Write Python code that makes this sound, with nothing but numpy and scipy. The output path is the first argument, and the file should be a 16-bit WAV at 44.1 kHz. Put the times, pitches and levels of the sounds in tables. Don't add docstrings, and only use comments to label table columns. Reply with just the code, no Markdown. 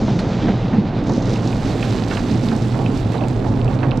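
import sys
import numpy as np
from scipy import signal
from scipy.fft import rfft, irfft, next_fast_len
from scipy.io import wavfile
from scipy.ndimage import map_coordinates

SR = 44100
rng = np.random.default_rng(int(sys.argv[2]) if len(sys.argv) > 2 else 0)


def to_wav(s):
    ch = np.atleast_2d(s).T
    pcm = np.round(np.clip(ch, -1, 1) * 32767)
    wavfile.write(sys.argv[1], SR, pcm.astype(np.int16))


N = 176400

# (t/s, level/dB)
RUMBLE_FADER = [(0.0, -25.5), (1.99, -26), (4.0, -24)]
BOOM_FADER = [(0.0, -19.5), (0.36, -24), (0.52, -18.5), (0.58, -27), (0.7, -25), (0.83, -20.5), (0.93, -27),
              (1.1, -22.5), (2.42, -22.5), (3.25, -25.5), (3.62, -22.5), (4.0, -25.5)]
RUSH_FADER = [(0.0, -30), (0.88, -31.5), (1.5, -30), (2.0, -31), (2.58, -33.5), (3.48, -33), (3.68, -29.5),
              (4.0, -31.5)]
DRONE_FADER = [(0, -27), (1.0, -30.5), (1.8, -24), (2.3, -30), (2.62, -23), (3.3, -24), (4, -21.5)]
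CORNER_FADER = [(0, -28), (.5, -27), (.95, -32.5), (1.4, -39)]
# (f/Hz, level/dB)
RUMBLE_EQ = [(10, -24), (24, -7.5), (33, 1), (44, -4), (56, -6.5), (72, -4.5), (88, -6), (130, 3.5),
             (300, -85)]
BOOM_EQ = [(60, -50), (95, -7.5), (108, 0.5), (140, -8.5), (162, -1), (190, -3.5), (235, -0.5), (300, -6),
           (380, -11.5), (520, -17.5), (1000, -51), (2000, -100)]
RUSH_EQ = [(150, -36.5), (330, 1.5), (440, 3), (570, 1), (740, 0.5), (900, -3.5), (1150, -9.5),
           (1600, -15.5), (2200, -20.5), (4000, -33), (9000, -81)]

# (t/s, level/dB)
POUR_FADER = [(0.0, -39.5), (0.42, -38.5), (0.9, -41.5), (1.12, -44), (1.29, -42), (2.02, -39.5),
              (2.36, -39), (2.61, -44.5), (3.1, -42.5), (3.3, -47), (3.95, -53)]
WASH_FADER = [(0, -44), (.45, -48.5), (.7, -54.5), (1.0, -66.5)]
PATTER_FADER = [(1.03, -65.5), (1.075, -43), (1.35, -46.5), (1.65, -46), (2.2, -46), (2.65, -49),
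                (3.1, -55), (3.5, -52.5), (4, -65)]
SPRAY_FADER = [(0, -63), (.5, -79), (1.03, -83), (1.08, -60), (1.3, -54.5), (1.6, -49.5), (2.15, -47),
               (2.6, -50.5), (3.0, -51.5), (3.5, -56.5), (4, -62.5)]
GRIT_FADER = [(1.05, -62), (1.3, -51.5), (1.9, -40.5), (2.35, -47), (3.0, -49)]
# (f/Hz, level/dB)
POUR_EQ = [(500, -7.5), (1300, 2), (2100, 0), (2650, 0), (3200, -1.5), (3900, -1), (5000, -9),
           (6300, -16.5), (7500, -23.5), (8600, -31.5), (10500, -45.5), (15000, -54.5)]
PATTER_EQ = [(2000, -31.5), (3600, 2.5), (4700, 1.5), (6200, 1), (7600, -9), (8600, -24), (10000, -27),
             (14000, -43.5)]
SPRAY_EQ = [(2000, -27), (4500, 3.5), (6200, -5), (7600, -0.5), (8800, -6.5), (10700, -14.5),
            (12300, -13.5), (14000, -20.5), (15700, -29.5)]

# (t/s, level/dB, brightness/dB, body t60/s)
THUD_CUES = [(0.078, -16, -16, 0.1), (.48, -14, -5.5, 0.084), (.728, -22, 1, 0.28),
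             (1.093, -17.5, -12, 0.086), (1.826, -22.5, 0.5, 0.035), (2.11, -24, 8, 0.21),
             (2.17, -22, 2.5, 0.1), (2.512, -20.5, -2, 0.28), (2.739, -25.5, 3.5, 0.66),
             (2.785, -22.5, -19, 0.53), (3.141, -21.5, -1.5, 0.51), (3.21, -23, -7, 0.42),
             (3.44, -23.5, -3, 0.5), (3.828, -21, 3, 0.26), (3.912, -26.5, 2.5, 0.25)]
# (f/Hz, level/dB)
THUD_EQ = [(120, -14), (300, 0.5), (500, -3), (800, -2), (1100, -13), (1700, -32.5), (4000, -70),
           (10000, -94.5)]
CRUNCH_EQ = [(500, -27), (1000, 1), (1550, 4), (2300, -5.5), (3200, -15.5), (6000, -24), (12000, -76)]
# (t/s, f/Hz, level/dB)
LUMP_CUES = [(0.034, 215.4, -5), (0.081, 197, -4.5), (0.438, 241, -9), (.492, 223.6, -7),
             (0.62, 179.5, -9.5), (.733, 214.4, -3), (.78, 202.6, -0.5), (1.022, 289, -10.5),
             (2.44, 228.3, -6.5), (2.48, 226, -3.5), (2.52, 224.5, -5.5)]

# (t/s, level/dB, emphasis f/Hz)
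CLACK_CUES = [(1.36, -22.5, 2580), (1.529, -26, 2720), (1.827, -17.5, 2600), (1.8315, -22.5, 2900),
              (1.98, -24, 4700), (2.038, -23, 4620), (2.111, -22, 2000), (2.1708, -17.5, 3050),
              (2.174, -21, 2950), (2.487, -18, 4050), (2.862, -19.5, 2680), (3.209, -26, 2590),
              (3.238, -26.5, 2540), (3.615, -27, 3200), (3.679, -25.5, 2610), (3.7895, -28, 3300),
              (3.831, -26.5, 2200), (3.9108, -19.5, 3640), (3.916, -19.5, 2980)]
# (f/Hz, width/Hz, level/dB)
WALL_MODES = [(1680, 500, -2), (2646, 115, 3.5), (2930, 300, 3), (3800, 850, 7), (4560, 450, -5)]
# (t/s, level/dB, share of spray colour/0-1)
TICK_CUES = [(1.0405, -33, 0.3), (1.073, -25.5, 0.1), (1.095, -28.5, 0), (1.122, -25, 0.05),
             (1.1362, -24, 0.05), (1.305, -23, 0), (1.475, -19.5, 0.02), (2.083, -24.5, .3),
             (2.459, -30.5, 1), (2.564, -26, 0.6), (2.975, -24.5, 0.2), (3.284, -24, 0.8),
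             (3.646, -29.5, 0.7), (3.974, -27, 0.4)]
# (t/s, level/dB)
STRAY_FADER = [(1.03, -68), (1.3, -51), (2.3, -48), (3.3, -46), (4, -56.5)]

# (t/s, level/dB)
BUTTON_CUES = [(0.1896, -24.5), (0.2, -34)]
# (f/Hz, level/dB)
BUTTON_EQ = [(500, -19), (1200, 9.5), (2200, 2.5), (3100, -3.5), (4300, 3.5), (5500, -7), (8000, -15.5),
             (9300, -16), (11000, -30.5), (15000, -37.5)]

# (t/s, share of full shading/0-1)
MIC_TURN = [(0, 0.19), (.6, 0.33), (1.0, 0.45), (1.5, 0.61), (2.2, 0.73), (2.8, 0.83), (3.3, 0.95),
            (4, 0.94)]
# (f/Hz, left minus right level/dB)
PORT_SHADE = [(40, 4.5), (120, -2), (250, -4.5), (500, -8.5), (1000, -11), (2000, -11), (4000, -7.5),
              (7000, -10), (12000, -17)]
# (f/Hz, left-right correlation/0-1)
STEREO_LIKENESS = [(100, 0.99), (1500, 0.98), (4000, 1), (8000, 0.85), (12000, .45)]

TOP_HZ = 15700


def chute():
    rumble = fader(RUMBLE_FADER) * noise(eq(RUMBLE_EQ))
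    air_mode = noise(resonance(centre_hz=118.4, width_hz=20))
    drone = fader(DRONE_FADER) * wander(air_mode, share=0.0606, per_s=7)
    corner = fader(CORNER_FADER) * noise(resonance(centre_hz=186.5, width_hz=46))
    surge = wobble(23.88)
    boom = fader(BOOM_FADER, 2.0 + 0.8 * surge) * hail(eq(BOOM_EQ), per_s=1500, scatter_db=0.5)
    rush_trim_db = 1.5 + 0.33 * surge + 0.22 * wobble(42)
    rush = fader(RUSH_FADER, rush_trim_db) * hail(eq(RUSH_EQ), per_s=4000, scatter_db=1)
    return rumble + drone + corner + boom + rush


def stream():
    flow_db = 1.8 * wobble(21.62)
    pour = fader(POUR_FADER, 0.48 + flow_db) * hail(eq(POUR_EQ), per_s=12000, scatter_db=3.5)
    wash = fader(WASH_FADER) * noise(eq(PATTER_EQ))
    patter_gain = fader(PATTER_FADER, flow_db + 1.5 * wobble(70))
    patter = patter_gain * hail(eq(PATTER_EQ), per_s=9000, scatter_db=9.5)
    spray_gain = fader(SPRAY_FADER, flow_db + 0.44 * wobble(55))
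    spray = spray_gain * hail(eq(SPRAY_EQ), per_s=7000, scatter_db=4.0)
    grit = fader(GRIT_FADER) * hail(eq(POUR_EQ), per_s=450, scatter_db=2.5)
    return pour + grit + wash + patter + spray


def clumps():
    out, t = np.zeros((2, N)), np.arange(SR // 2) / SR
    for s, db, bright_db, t60_s in THUD_CUES:
        add(out, s, amp(db) * burst(eq(THUD_EQ), attack_s=0.0046, t60_s=t60_s))
        add(out, s, amp(db + bright_db - 8) * burst(eq(CRUNCH_EQ), attack_s=0.0027, t60_s=0.14))
    lump_attack_s, lump_t60_s = 0.0089, 0.12
    for s, hz, db in LUMP_CUES:
        swell = (1 - np.exp(-t / lump_attack_s)) * amp(db - 60 * t / lump_t60_s)
        phase_drift = 0.5 * wobble(60)[:len(t)]
        add(out, s, swell * np.sin(2 * np.pi * hz * t + phase_drift))
    return out


def clack(emphasis_hz):
    detune, scatter_db, spread_oct, contact_s = 0.025, 2.5, 0.28, 0.00035
    t, ring = np.arange(SR // 20) / SR, 0
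    for hz, width_hz, db in WALL_MODES:
        mistune, size = rng.standard_normal(2)
        emphasis = 1 / (1 + (np.log2(hz / emphasis_hz) / spread_oct) ** 2)
        strength = amp(db + scatter_db * size) * np.sqrt(width_hz) * emphasis
        decay = np.exp(-np.pi * width_hz * t)
        ring += strength * decay * np.sin(2 * np.pi * hz * (1 + detune * mistune) * t)
    ring *= 1 - np.exp(-(t / contact_s) ** 2)
    return ring / np.abs(ring).max()


def tick(spray_share):
    def colour(hz):
        return spray_share * eq(SPRAY_EQ)(hz) + (1 - spray_share) * eq(PATTER_EQ)(hz)
    rattle = burst(colour, attack_s=0.00024, t60_s=0.017, size=1024)
    return click(colour) + amp(-13) * rattle


def kernels():
    out = np.zeros((2, N))
    for s, db, emphasis_hz in CLACK_CUES:
        add(out, s, amp(db) * clack(emphasis_hz))
    for s, db, spray_share in TICK_CUES:
        add(out, s, amp(db) * tick(spray_share))
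    return out


def button():
    out = np.zeros((2, N))
    for s, db in BUTTON_CUES:
        add(out, s, amp(db) * burst(eq(BUTTON_EQ), attack_s=0.0007, t60_s=0.06))
    return out


def strays():
    start_s, per_s, count = 1.05, 32, 256
    scatter_db, wall_boost_db = 4.5, 9
    out = np.zeros((2, N))
    times = start_s + np.cumsum(rng.exponential(1, count)) / per_s
    for s, size, on_wall in zip(times, rng.standard_normal(count), rng.random(count) < 0.5):
        db = at_time(STRAY_FADER, s) + scatter_db * min(size, 2) + wall_boost_db * on_wall
        colour = wall_colour if on_wall else eq(SPRAY_EQ)
        add(out, s, amp(db) * burst(colour, attack_s=0.00061, t60_s=0.009, size=2048))
    return out


def wall_colour(hz):
    return sum(amp(db) / (1 + (2 * (hz - centre) / width) ** 2) for centre, width, db in WALL_MODES)


def room(x):
    tail = burst(lambda hz: hz < TOP_HZ, attack_s=0.0032, t60_s=0.17)
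    return signal.fftconvolve(x, tail / np.linalg.norm(tail[0]), axes=1)[:, :N]


def mic_turn(x):
    hz, t, spectra = signal.stft(x, SR, nperseg=1024)
    left_over_right = amp(at_freq(PORT_SHADE, hz)[:, None] * at_time(MIC_TURN, t))
    right = 2 / (1 + left_over_right)
    left = left_over_right * right
    return signal.istft(spectra * np.array([left, right]), SR, nperseg=1024)[1][:, :N]


def amp(db):
    return 10 ** (np.asarray(db) / 20)


def at_time(points, s):
    return np.interp(s, *np.transpose(points))


def at_freq(points, hz):
    freqs, values = np.transpose(points)
    return np.interp(np.log(hz + 1), np.log(freqs + 1), values)


def fader(points, trim_db=0):
    return amp(at_time(points, np.arange(N) / SR) + trim_db)


def eq(points):
    return lambda hz: amp(at_freq(points, hz))


def resonance(centre_hz, width_hz):
    return lambda hz: 1 / (1 + ((hz - centre_hz) / width_hz) ** 2) ** 2


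def wobble(per_s):
    return map_coordinates(rng.standard_normal(4096), [np.arange(N) * per_s / SR], mode="wrap")


def wander(x, share, per_s):
    position = np.cumsum(1 + share * wobble(per_s)) % N
    return np.array([np.interp(position, np.arange(N), side) for side in x])


def coloured(pair, colour):
    hz = np.fft.rfftfreq(pair.shape[1], 1 / SR)
    spread = np.arccos(np.clip(at_freq(STEREO_LIKENESS, hz), -1, 1)) / 2
    mid, side = irfft(rfft(pair) * colour(hz) * [np.cos(spread), np.sin(spread)], pair.shape[1])
    stereo = np.array([mid + side, mid - side])
    return stereo / np.sqrt(np.mean(stereo ** 2) + 1e-20)


def noise(colour, size=N):
    return coloured(rng.standard_normal((2, size)), colour)


def hail(colour, per_s, scatter_db):
    sizes = rng.standard_normal((2, N)) * amp(scatter_db * np.clip(rng.standard_normal(N), -2, 2))
    hits = rng.random(N) < per_s / SR
    return coloured(sizes * hits, colour)


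def burst(colour, attack_s, t60_s, size=SR // 2):
    t = np.arange(size) / SR
    attack = (1 - np.exp(-2 * t / attack_s)) ** 2
    return noise(colour, size) * attack * amp(-60 * t / t60_s)


def click(colour, size=1024):
    cepstrum = irfft(np.log(colour(np.fft.rfftfreq(size, 1 / SR)) + 1e-9))
    pulse = irfft(np.exp(rfft(2 * cepstrum[:size // 2], size) - cepstrum[0]))
    return pulse / np.abs(pulse).max()


def add(track, s, sound):
    part = track[:, max(round(s * SR), 0):][:, :sound.shape[-1]]
    part += sound[..., :part.shape[1]]


def scene():
    sharp = kernels() + strays() + button()
    return mic_turn(chute() + stream() + clumps() + sharp + amp(-14.5) * room(sharp))


def record(dry):
    padded = next_fast_len(N + SR // 2)
    eased = dry * signal.windows.tukey(N, 0.001)
    passband = np.fft.rfftfreq(padded, 1 / SR) < TOP_HZ
    return irfft(rfft(eased, padded) * passband, padded)[:, :N]


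dry = scene()
out = record(dry)
to_wav(out)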